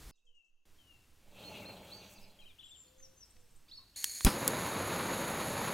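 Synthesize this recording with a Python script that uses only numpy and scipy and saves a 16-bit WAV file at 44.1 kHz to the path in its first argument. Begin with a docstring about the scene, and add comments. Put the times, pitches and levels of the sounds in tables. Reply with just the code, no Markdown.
"""A gas torch in a workshop: the valve opens with a hiss, a lighter is struck, the gas catches with a thump
and burns with a steady roar. Jet and roar are shaped noise, the thump is a drawn pressure pulse.
Before that the torch slides across a wooden bench: random grains ringing modes, with hiss above.
Birds outside are gliding near-sines with echoes. Indoor sounds are mono, the birds wide, low throbs lean
right; the room tone drops out for half a second near the start."""
import sys
import numpy as np
from scipy import signal
from scipy.fft import rfft, irfft, next_fast_len
from scipy.io import wavfile

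SR = 44100
rng = np.random.default_rng(int(sys.argv[2]) if len(sys.argv) > 2 else 0)


def wav_out(sig):
    """Save sig, one row per channel (or a flat mono array), as 16-bit PCM at SR to the path in sys.argv[1]."""
    wavfile.write(sys.argv[1], SR, np.round(np.clip(np.atleast_2d(sig).T, -1, 1) * 32767).astype(np.int16))


N = 252693
SHARES = np.linspace(0, 1, 33)  # points along one bird note


def amp(db):
    """Amplitude from dB."""
    return 10 ** (np.asarray(db) / 20)


def rms_one(x):
    """Scale to rms 1."""
    return x / np.sqrt(np.mean(x ** 2) + 1e-20)


def clock():
    """Time of every sample, s."""
    return np.arange(N) / SR


def in_time(rows, outside=-120):
    """Columns interpolated along the time axis, silent outside the rows."""
    s, *columns = np.transpose(rows)
    return [np.interp(clock(), s, c, left=outside, right=outside) for c in columns]


def bins():
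    """Frequency bins, Hz."""
    size = next_fast_len(N)
    return np.maximum(np.arange(size // 2 + 1) * SR / size, 1)


def slope(points):
    """Gain on the bins from (freq_hz, gain_db) points, straight over log frequency."""
    hz, db = np.transpose(points)
    return amp(np.interp(np.log(bins()), np.log(hz), db))


def peaks(modes, bed_db=-80):
    """Gain on the bins from resonances whose powers add, over a flat bed."""
    power = amp(2 * bed_db)
    for hz, width_hz, db in modes:
        power = power + amp(2 * db) / (1 + (2 * (bins() - hz) / width_hz) ** 2)
    return np.sqrt(power)


def noise(gain, source=None):
    """Noise (white unless given) through a gain; rms 1."""
    source = rng.standard_normal(N) if source is None else source
    size = next_fast_len(N)
    return rms_one(irfft(rfft(source, size) * gain, size)[:N])


def drift(rate_hz):
    """Slow random curve, spread 1."""
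    return noise(1 / (1 + (bins() / rate_hz) ** 2))


def place(voice, pan_db, lag_ms):
    """Direction as left-minus-right level and a delay of the right side."""
    late = np.interp(clock() - lag_ms / 1000, clock(), voice)
    return np.array([voice * amp(pan_db / 2), late * amp(-pan_db / 2)])


VALVE_S, CATCH_S = 3.959, 4.248
PULL_S, PUSH_S = 0.00404, 0.0122  # durations of the ignition pulse
UNLIT_DB, LIT_DB, ROAR_DB, JET_BED_DB = -44.5, -44.5, -37, -38  # bed: jet noise between the modes
SETTLE_DB, SETTLE_S = 0.5, 0.084  # initial weakness of the flame, time constant
# burner tube modes: freq_hz, width_hz, unlit_db, lit_db
TUBE = [(1800, 300, -12.5, -16), (2240, 390, -11, -10.5), (3835, 260, -31, -5), (4380, 154, 5, -6.5),
        (6720, 293, 3.5, -0.5), (8650, 250, -2.5, -10), (9350, 390, -4.5, -20), (11030, 430, -2, -0.5),
        (12300, 760, -10, -14.5), (13700, 300, -19, -19), (15100, 500, -15, -16.5)]
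# roar spectrum: freq_hz, density_db_per_hz
ROAR = [(15, -41), (25, -17), (48, -18), (90, -5), (213, -2), (459, -5.5), (563, -2), (674, -8), (904, -5),
        (2330, -14.5), (3270, -20.5), (4390, -19.5), (5500, -32), (7150, -48), (12100, -120)]


def torch():
    """The jet hisses through the tube modes; once lit, the flame adds a fluttering roar."""
    hz, width_hz, unlit_db, lit_db = np.transpose(TUBE)
    since_s = clock() - CATCH_S
    opening = np.clip((clock() - VALVE_S) / .003, 0, 1) * (since_s < .002)
    cold_gain = peaks(zip(hz, width_hz, unlit_db), JET_BED_DB) * slope([(300, -4.0), (1300, -14), (1700, -9)])
    cold = noise(cold_gain) * opening * amp(UNLIT_DB + 0.97 * drift(60))

    weak_db = SETTLE_DB * np.exp(-np.abs(since_s) / SETTLE_S)
    jet_db = np.where(since_s > 0, LIT_DB - weak_db, -120)
    hot_gain = peaks(zip(hz, width_hz, lit_db), JET_BED_DB) * slope([(1000, 8), (3500, -0.5)])
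    hot = noise(hot_gain) * amp(jet_db + 0.95 * drift(30))

    roar_db = np.where(since_s > PULL_S + PUSH_S, ROAR_DB - weak_db + 0.76 * drift(8.0), -120)
    roar = noise(slope(ROAR)) * amp(0.88 * drift(35))
    roar -= 0.07 * (roar ** 2 - 1)  # puffs of burning gas lean one way
    return cold + hot + roar * amp(roar_db)


THUMP_SCALE = 0.2
FLARE_DB, FLARE_T60_S = -30.5, 0.27  # bright hiss of the spare gas burning off
# turbulent rush of flame: time_s, level_db
RUSH = [(4.248, -35), (4.262, -33), (4.268, -19.5), (4.277, -25), (4.283, -29), (4.3, -42), (4.36, -53)]


def catch():
    """The pooled gas lights: a short pull, a longer push that breaks off, a rebound, then a rough rush."""
    t = clock() - CATCH_S
    pull = -np.sin(np.pi * np.clip(t / PULL_S, 0, 1) ** 0.75)
    pushed = np.clip((t - PULL_S) / PUSH_S, 0, 1)
    break_off = np.clip((1 - pushed) / .07, 0, 1)
    push = np.sin(0.84 * np.pi * pushed) ** 0.84 * (1.2 - 0.49 * pushed) * break_off
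    rebounded = np.clip((t - PULL_S - PUSH_S) / .018, 0, 1)
    rebound = -.35 * np.clip(np.sin(np.pi * rebounded), 0, 1) ** 0.27

    rush = noise(slope([(40, -16), (150, 3), (500, -10.0), (2500, -15.5), (4000, -19.5), (16000, -50)]))
    flare = noise(slope([(3500, -20), (5000, 5.5), (6200, -8), (7500, -6), (10000, 0.5), (16000, -12)]))
    flare *= (t > 0) * amp(FLARE_DB - 60 * np.abs(t) / FLARE_T60_S)
    return THUMP_SCALE * (pull + push + rebound) + amp(in_time(RUSH)[0]) * rush + flare


def clicks(events, tail_db, tail_t60):
    """Short rattles of hard contacts in a broad resonance, each with a faint tail from the room."""
    out = np.zeros(N)
    t = np.arange(SR // 10) / SR
    for s, peak_db, rattle_ms, hz, width_hz in events:
        rattle_s = rattle_ms / 1000
        radius = np.exp(-np.pi * width_hz / SR)
        contact = (t < rattle_s) * np.exp(-.5 * t / rattle_s)
        shape = contact + amp(tail_db - 60 * t / tail_t60)
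        poles = [1, -2 * radius * np.cos(2 * np.pi * hz / SR), radius ** 2]
        rattle = signal.lfilter([1, 0, -1], poles, rng.standard_normal(len(t)) * shape)
        at = round(s * SR)
        out[at:at + len(t)] += amp(peak_db) * rattle / np.abs(rattle).max()
    return out


# lighter strikes: start_s, peak_db, rattle_ms, centre_hz, width_hz
STRIKES = [(4.0425, -12.5, 1.58, 6600, 8900), (4.2075, -29.5, 1.7, 1190, 1800),
           (4.248, -6.5, 2.27, 8650, 12000), (4.4778, -8, 1.9, 9700, 10400)]


def lighter():
    """Hard strikes as resonant noise bursts."""
    return clicks(STRIKES, tail_db=-8.0, tail_t60=0.03)


RUB_OVER_DB = 1  # base level above the mean of plank_db and grit_db
WHISPER_HZ, WHISPER_WIDTH_HZ = 6160, 1100
# torch base sliding: time_s, plank_db, grit_db
SLIDE = [(1.2, -79, -84), (1.334, -63.5, -76), (1.388, -54.5, -69), (1.57, -48.5, -63.5),
         (1.706, -51, -68.5), (1.936, -56.5, -64.5), (2.034, -56, -64.5), (2.154, -62, -68.5),
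         (2.432, -69.5, -85), (2.55, -84, -85)]
# plank modes: freq_hz, width_hz, gain_db
BENCH = [(108, 25, -3), (193, 19.4, 1), (301, 17, -6), (416, 81, -9), (593, 93, -5), (846, 60, -8),
         (1050, 82, -19.5), (1320, 240, -21.5)]
# modes of the sliding base: freq_hz, width_hz, level_db
RUB = [(1480, 980, -8), (2300, 360, -5), (2660, 490, 0), (3290, 470, -4.5), (3920, 940, -4),
       (4570, 660, -14.5)]
# rubbing hiss spectrum: freq_hz, density_db_per_hz
GRIT = [(4000, -24), (6800, -3), (7800, -2), (9000, -7.5), (12000, -5), (16000, -6.5)]
# swells of a hiss band: centre_s, half_width_s (to 1/e), level_db
WHISPERS = [(1.53, 0.14, -68.5), (2.05, 0.16, -67.5)]


def slide():
    """Stick-slip grains ring the plank; noise rings the base, each mode coming and going; grit hisses above."""
    plank_db, grit_db = in_time(SLIDE)
    hits = rng.random(N) < 5000 / SR  # about 5000 grains per s
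    grains = rng.standard_normal(N) * amp(1.2 * rng.exponential(1, N)) * hits
    plank = noise(peaks(BENCH, bed_db=-37.0), grains) * amp(plank_db + 1.1 * drift(21))

    base = np.zeros(N)
    for hz, width_hz, db in RUB:
        base += noise(peaks([(hz, width_hz, 0)]) ** 2) * amp(db + 3.8 * drift(7.9))
    base = rms_one(base) * amp((plank_db + grit_db) / 2 + RUB_OVER_DB)

    swells = sum(amp(db) * np.exp(-((clock() - s) / half_s) ** 2) for s, half_s, db in WHISPERS)
    whisper = noise(peaks([(WHISPER_HZ, WHISPER_WIDTH_HZ, 0)]) ** 2) * swells
    grit = noise(slope(GRIT)) * amp(grit_db + 2.6 * drift(23))
    return plank + base + whisper + grit


# faint handling ticks: start_s, peak_db, rattle_ms, centre_hz, width_hz
TICKS = [(2.407, -58, 2, 5000, 8000), (3.0, -60, 6, 1900, 700), (3.365, -56.5, 5.2, 2300, 2500),
         (3.783, -62.5, 61, 1060, 120)]


def handling():
    """Faint contacts as resonant noise bursts."""
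    return clicks(TICKS, tail_db=-30, tail_t60=.05)


def sing(notes, flutter_db=2.5):
    """Near-sine notes with soft ends; moving air makes them flutter."""
    out = np.zeros(N)
    for rows in notes:
        s, hz, db = np.transpose(rows)
        t = np.arange(s[0], s[-1], 1 / SR)
        phase = 2 * np.pi * np.cumsum(np.interp(t, s, hz)) / SR
        ends = np.clip(np.minimum(t - s[0], s[-1] - t) / 0.0022, 0, 1)
        at = round(s[0] * SR)
        out[at:at + len(t)] += np.sqrt(2) * amp(np.interp(t, s, db)) * ends * np.sin(phase)
    return out * amp(flutter_db * drift(70))


def note(s, length_s, hz, db):
    """Rows (time_s, pitch_hz, level_db) along one note."""
    return np.column_stack([s + length_s * SHARES, hz, db])


def shaped(rows, shape):
    """One shape stretched and pitched for every row."""
    at, ratio, swell_db = np.transpose(shape)
    return [np.column_stack([s + length_s * at, hz * ratio, db + swell_db]) for s, length_s, hz, db in rows]


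def curved(rows, edge_db, order=2):
    """The pitch bends through first, middle and last; the ends are weaker."""
    u = 2 * SHARES - 1
    notes = []
    for s, length_s, first_hz, mid_hz, last_hz, db, *_ in rows:
        bend_hz = (first_hz + last_hz) / 2 - mid_hz
        hz = mid_hz + (last_hz - first_hz) / 2 * u + bend_hz * u ** 2
        notes.append(note(s, length_s, hz, db - edge_db * u ** order))
    return notes


# rising whistles: start_s, length_s, held_hz, slide_time_constant_s, first_db, last_db
RISING_WHISTLE = [(1.435, .078, 4334, 0.0052, -53, -57), (1.65, .075, 4290, 0.0055, -51.5, -54),
                  (1.915, .12, 4590, 0.0082, -51.5, -64), (3.712, .07, 4540, .009, -51, -59.5),
                  (3.953, 0.049, 4420, .012, -60, -52)]
RISE_DEPTH, SAG_HZ_PER_S = .25, 1100  # depth: share of held_hz
RISE_EDGE_DB, RISE_IN_S, RISE_OUT_S = 8, 0.011, 0.018


def rising():
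    """The pitch closes in on the held note, which sags steadily."""
    notes = []
    for s, length_s, held_hz, slide_s, first_db, last_db in RISING_WHISTLE:
        t = length_s * SHARES
        edge = np.clip(1 - t / RISE_IN_S, 0, 1) + np.clip(1 - (length_s - t) / RISE_OUT_S, 0, 1)
        hz = held_hz * (1 - RISE_DEPTH * np.exp(-t / slide_s)) - SAG_HZ_PER_S * t
        db = first_db + (last_db - first_db) * SHARES - RISE_EDGE_DB * edge
        notes.append(note(s, length_s, hz, db))
    return notes


# warble notes: start_s, length_s, top_hz, top_share (of length), level_db
WARBLE = [(2.386, 0.034, 3300, .22, -59.5), (2.448, 0.041, 3150, 0.397, -58),
          (2.584, 0.032, 3510, 0.47, -56), (2.629, .052, 3467, 0.394, -56), (2.694, .073, 3590, .4, -58)]
ARCH_UP, ARCH_DOWN, ARCH_EDGE_DB = 0.273, .22, 9  # share of pitch lost at start and end, level lost there


def arches():
    """Up to a rounded top and down again, loudest at the top."""
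    notes = []
    for s, length_s, top_hz, top, db in WARBLE:
        up = np.clip(1 - SHARES / top, 0, 1) ** 2
        down = np.clip((SHARES - top) / (1 - top), 0, 1) ** 2
        hz = top_hz * (1 - ARCH_UP * up - ARCH_DOWN * down)
        notes.append(note(s, length_s, hz, db - ARCH_EDGE_DB * (up + down)))
    return notes


TRILL_START_S, TRILL_PERIOD_S, TRILL_COUNT = 3.253, 0.051, 7
TRILL_TOP_HZ, TRILL_END_HZ, TRILL_HELD_HZ, TRILL_DB = 8450, 7650, 7300, -71.5


def trill():
    """A falling voice and a lower, nearly held one, repeated evenly at uneven levels."""
    starts = TRILL_START_S + TRILL_PERIOD_S * np.arange(TRILL_COUNT)
    levels = TRILL_DB + 2.2 * rng.standard_normal((TRILL_COUNT, 2))
    notes = []
    for s, (fall_db, held_db) in zip(starts, levels):
        notes.append([(s, TRILL_TOP_HZ, fall_db), (s + .007, TRILL_TOP_HZ - 150, fall_db),
                      (s + .022, TRILL_END_HZ, fall_db - 7)])
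        notes.append([(s - .008, TRILL_HELD_HZ, held_db - 6.0),
                      (s + 0.0053, TRILL_HELD_HZ - 100, held_db - 6.0)])
    return sing(notes)


# falling whistles and swoops: start_s, length_s, pitch_hz, level_db
FALLING_WHISTLE = [(.265, .235, 3340, -67.5), (.78, .25, 3385, -64.5), (1.41, .35, 3350, -59.5)]
SWOOPS = [(2.98, .088, 6520, -58), (3.16, .088, 6420, -57.5)]
# their shapes: length_share, pitch_ratio, level_db
FALL_SHAPE = [(0, 1, -20), (.04, 0.95, -6.5), (.1, .925, -5.5), (.24, 0.88, -14), (.45, 0.85, -0.5),
              (.6, .812, -4), (.76, .797, -9.5), (1, .79, -20)]
SWOOP_SHAPE = [(0, 1, -18), (.28, .985, -3), (.44, .96, -15), (.56, .93, -2.5), (.83, .857, -0.5),
               (1, 0.751, -10)]
# one thin whistle: time_s, pitch_hz, level_db
THIN_WHISTLE = [(2.635, 7060, -78), (2.645, 7410, -65), (2.67, 7510, -62.5), (2.71, 7450, -62),
                (2.743, 7360, -76), (2.765, 7370, -62), (2.81, 7350, -61.5), (2.9, 7100, -72)]
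# dove coos: start_s, length_s, first_hz, middle_hz, last_hz, level_db
COOS = [(.245, 0.093, 481, 482, 479, -91), (2.835, 0.36, 503, 524, 527, -76.5),
        (3.355, .115, 490, 496, 466, -79), (3.49, .06, 466, 468, 478, -83)]
# chirps: start_s, length_s, first_hz, middle_hz, last_hz, level_db, left_minus_right_db
CHIRPS = [(0.11, .026, 4670, 5100, 3900, -78, 2), (0.14, 0.026, 3850, 3780, 3750, -83, 0),
          (0.174, .014, 3500, 3300, 3000, -86, -1.5), (.18, .03, 3430, 3750, 3800, -88, -1.5),
          (2.158, .03, 4580, 4770, 3700, -65, -4), (2.188, .013, 3550, 3640, 3750, -67, 0.1),
          (2.212, 0.0082, 4900, 5100, 5300, -68, 0.1), (2.222, .032, 4270, 5120, 3600, -65, 0.1),
          (2.265, 0.0214, 4500, 4200, 3900, -69, 0.1), (2.297, .015, 3900, 4070, 4250, -66.5, 0.1),
          (2.41, .038, 3930, 4000, 3680, -72, 5.5), (2.422, 0.0225, 2530, 2470, 2430, -66, 7),
          (2.482, .045, 3860, 3550, 3000, -69, 7), (2.49, .028, 2550, 2430, 2300, -70, 5.5),
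          (2.612, 0.029, 3900, 3930, 4000, -70, 5.5), (2.665, 0.032, 3870, 3810, 3560, -72, 5.5),
          (2.87, 0.022, 4260, 4360, 4830, -72, -1.5), (3.679, 0.025, 4300, 4870, 5470, -68, -1.5),
          (3.68, 0.032, 2200, 2760, 3400, -73, -1.5), (3.684, .026, 3230, 4300, 5050, -66, -1.5),
          (3.709, .009, 4950, 4650, 4300, -64, -1.5), (3.714, 0.048, 3200, 3750, 4200, -68, 4),
          (3.755, 0.024, 4770, 5280, 4950, -64, 1), (3.772, 0.024, 4500, 4344, 4310, -53.5, -1.5),
          (3.775, .022, 4150, 3950, 3850, -67, -1), (3.806, 0.042, 3650, 3900, 4100, -69, -1.5),
          (3.862, .013, 3700, 4030, 4370, -74, 3), (3.936, 0.022, 2640, 3070, 3500, -71, -1.5)]
COO_EDGE_DB, CHIRP_EDGE_DB = 6, 2


def birds(near_db=-7.5, near_t60=0.15, far_db=-8.5, far_t60=1.24):
    """Each bird has its direction; near walls smear the notes, far trees return a long scattered echo."""
    chirp_rows = np.array(CHIRPS)
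    chirp_pan_db = np.interp(clock(), chirp_rows[:, 0], chirp_rows[:, -1])
    coos = sing(curved(COOS, COO_EDGE_DB, order=6), flutter_db=1.5)
    direct = place(sing(shaped(FALLING_WHISTLE, FALL_SHAPE)), pan_db=8.5, lag_ms=0.063)
    direct += place(sing(rising()), pan_db=-1.5, lag_ms=0.049)
    direct += place(sing(arches()), pan_db=5.5, lag_ms=0.049)
    direct += place(sing([THIN_WHISTLE]) + trill(), pan_db=0.0, lag_ms=0.03)
    direct += place(sing(shaped(SWOOPS, SWOOP_SHAPE)), pan_db=3.0, lag_ms=0.041)
    direct += place(coos, pan_db=14.5, lag_ms=0.52)
    direct += place(sing(curved(CHIRPS, CHIRP_EDGE_DB)), pan_db=chirp_pan_db, lag_ms=0.022)

    t = np.arange(SR) / SR
    shared, own = rng.standard_normal(SR), rng.standard_normal((2, SR))
    near = amp(near_db - 60 * t / near_t60) / np.sqrt(near_t60)
    far = amp(far_db - 60 * t / far_t60) / np.sqrt(far_t60)
    echoes = (0.58 * shared + 0.67 * own) * (near + far) * (t > .006)
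    echoes *= np.sqrt(2 * np.log(1000) / SR)  # evens the energy for any t60
    return direct + signal.fftconvolve(direct, echoes, axes=1)[:, :N]


RASP_START_S, RASP_PERIOD_S, RASP_COUNT = .155, 0.097, 3.6  # the last rasp is cut short
RASP_DECAY_S, RASP_DB, GARDEN_DB = .05, -84, -86.5  # levels before the side is added
# far birds and leaves: freq_hz, density_db_per_hz
GARDEN = [(20, -23), (300, -12.5), (1200, -20.5), (2450, -28), (2660, 1.5), (2950, -17), (3500, -27),
          (5500, -25), (6500, -15.5), (7500, -30), (10000, -32)]


def outdoors():
    """Far birds and leaves as shaped noise with decaying high rasps, partly different on each side."""
    since_s = clock() - RASP_START_S
    active = (since_s > 0) * (since_s < RASP_COUNT * RASP_PERIOD_S)
    rasping = active * np.exp(-(since_s % RASP_PERIOD_S) / RASP_DECAY_S)
    rasp_gain = slope([(4000, -31), (5500, -4), (6600, 0), (9000, -12), (10500, -35)])
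    mid, side = [amp(GARDEN_DB) * noise(slope(GARDEN)) + amp(RASP_DB) * rasping * noise(rasp_gain)
                 for _ in range(2)]
    return mid + 0.29 * side * [[1], [-1]]


OPENING_RUMBLE_HZ, OPENING_RUMBLE_DB = 60, -53
# room tone steps: from_s, level_db
ROOM_CUTS = [(0, -54.5), (.111, -110), (0.654, -67.5)]
# room tone spectrum: freq_hz, density_db_per_hz
ROOM = [(12, -30), (26, -24), (42, -9), (100, -13), (158, -22), (310, -23.5), (499, -29), (2530, -33.5),
        (2750, -32.5), (6180, -35), (14300, -38.5), (16000, -45)]


def room():
    """Steady shaped noise whose level steps down and up; a low rumble until the first step."""
    s, db = np.transpose(ROOM_CUTS)
    level = amp(db[np.searchsorted(s, clock(), side="right") - 1])
    rumble = noise(1 / (1 + (bins() / OPENING_RUMBLE_HZ) ** 3)) * (clock() < s[1])
    return level * noise(slope(ROOM)) + amp(OPENING_RUMBLE_DB) * rumble


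THROB_HZ, THROB_SAG_S, THROB_RISE_S, THROB_FALL_S = 9.1, .13, 0.053, 0.085  # rate at the crest
# very low throbs: crest_s, peak_db (before panning)
THROBS = [(0.125, -65), (0.303, -57), (0.55, -61.6), (0.724, -55.4), (0.952, -63.5), (1.131, -58.5),
          (1.294, -53.2), (2.233, -50.5), (2.447, -51.5), (2.662, -64), (3.028, -54.5), (3.394, -54.5),
          (3.57, -52.1), (3.748, -59.4)]


def throbs():
    """Swings of pressure that slow down as they die, stronger on the right."""
    t = np.arange(-SR // 10, SR // 4) / SR
    phase = 2 * np.pi * THROB_HZ * THROB_SAG_S * np.log(np.maximum(1 + t / THROB_SAG_S, .05))
    rise = np.exp(-np.abs(t / THROB_RISE_S) ** 3)
    fall = np.exp(-(t / THROB_FALL_S) ** 2)
    pulse = np.cos(phase) * np.where(t < 0, rise, fall)
    crests = np.zeros(N)
    s, db = np.transpose(THROBS)
    crests[(s * SR).astype(int)] = amp(db)
    return place(signal.fftconvolve(crests, pulse)[SR // 10:][:N], pan_db=-4.5, lag_ms=0)


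def scene():
    """Mono workshop sounds in the centre, the garden around them."""
    indoors = torch() + catch() + lighter() + slide() + handling() + room()
    return indoors + birds() + outdoors() + throbs()


HEADROOM, CUTOFF_HZ = .32, 15900


def record(dry):
    """The loudest peaks are rounded, the top is cut steeply."""
    rounded = HEADROOM * np.tanh(dry / HEADROOM)
    return signal.sosfilt(signal.ellip(12, .5, 60, CUTOFF_HZ, fs=SR, output="sos"), rounded)


dry = scene()
out = record(dry)
wav_out(out)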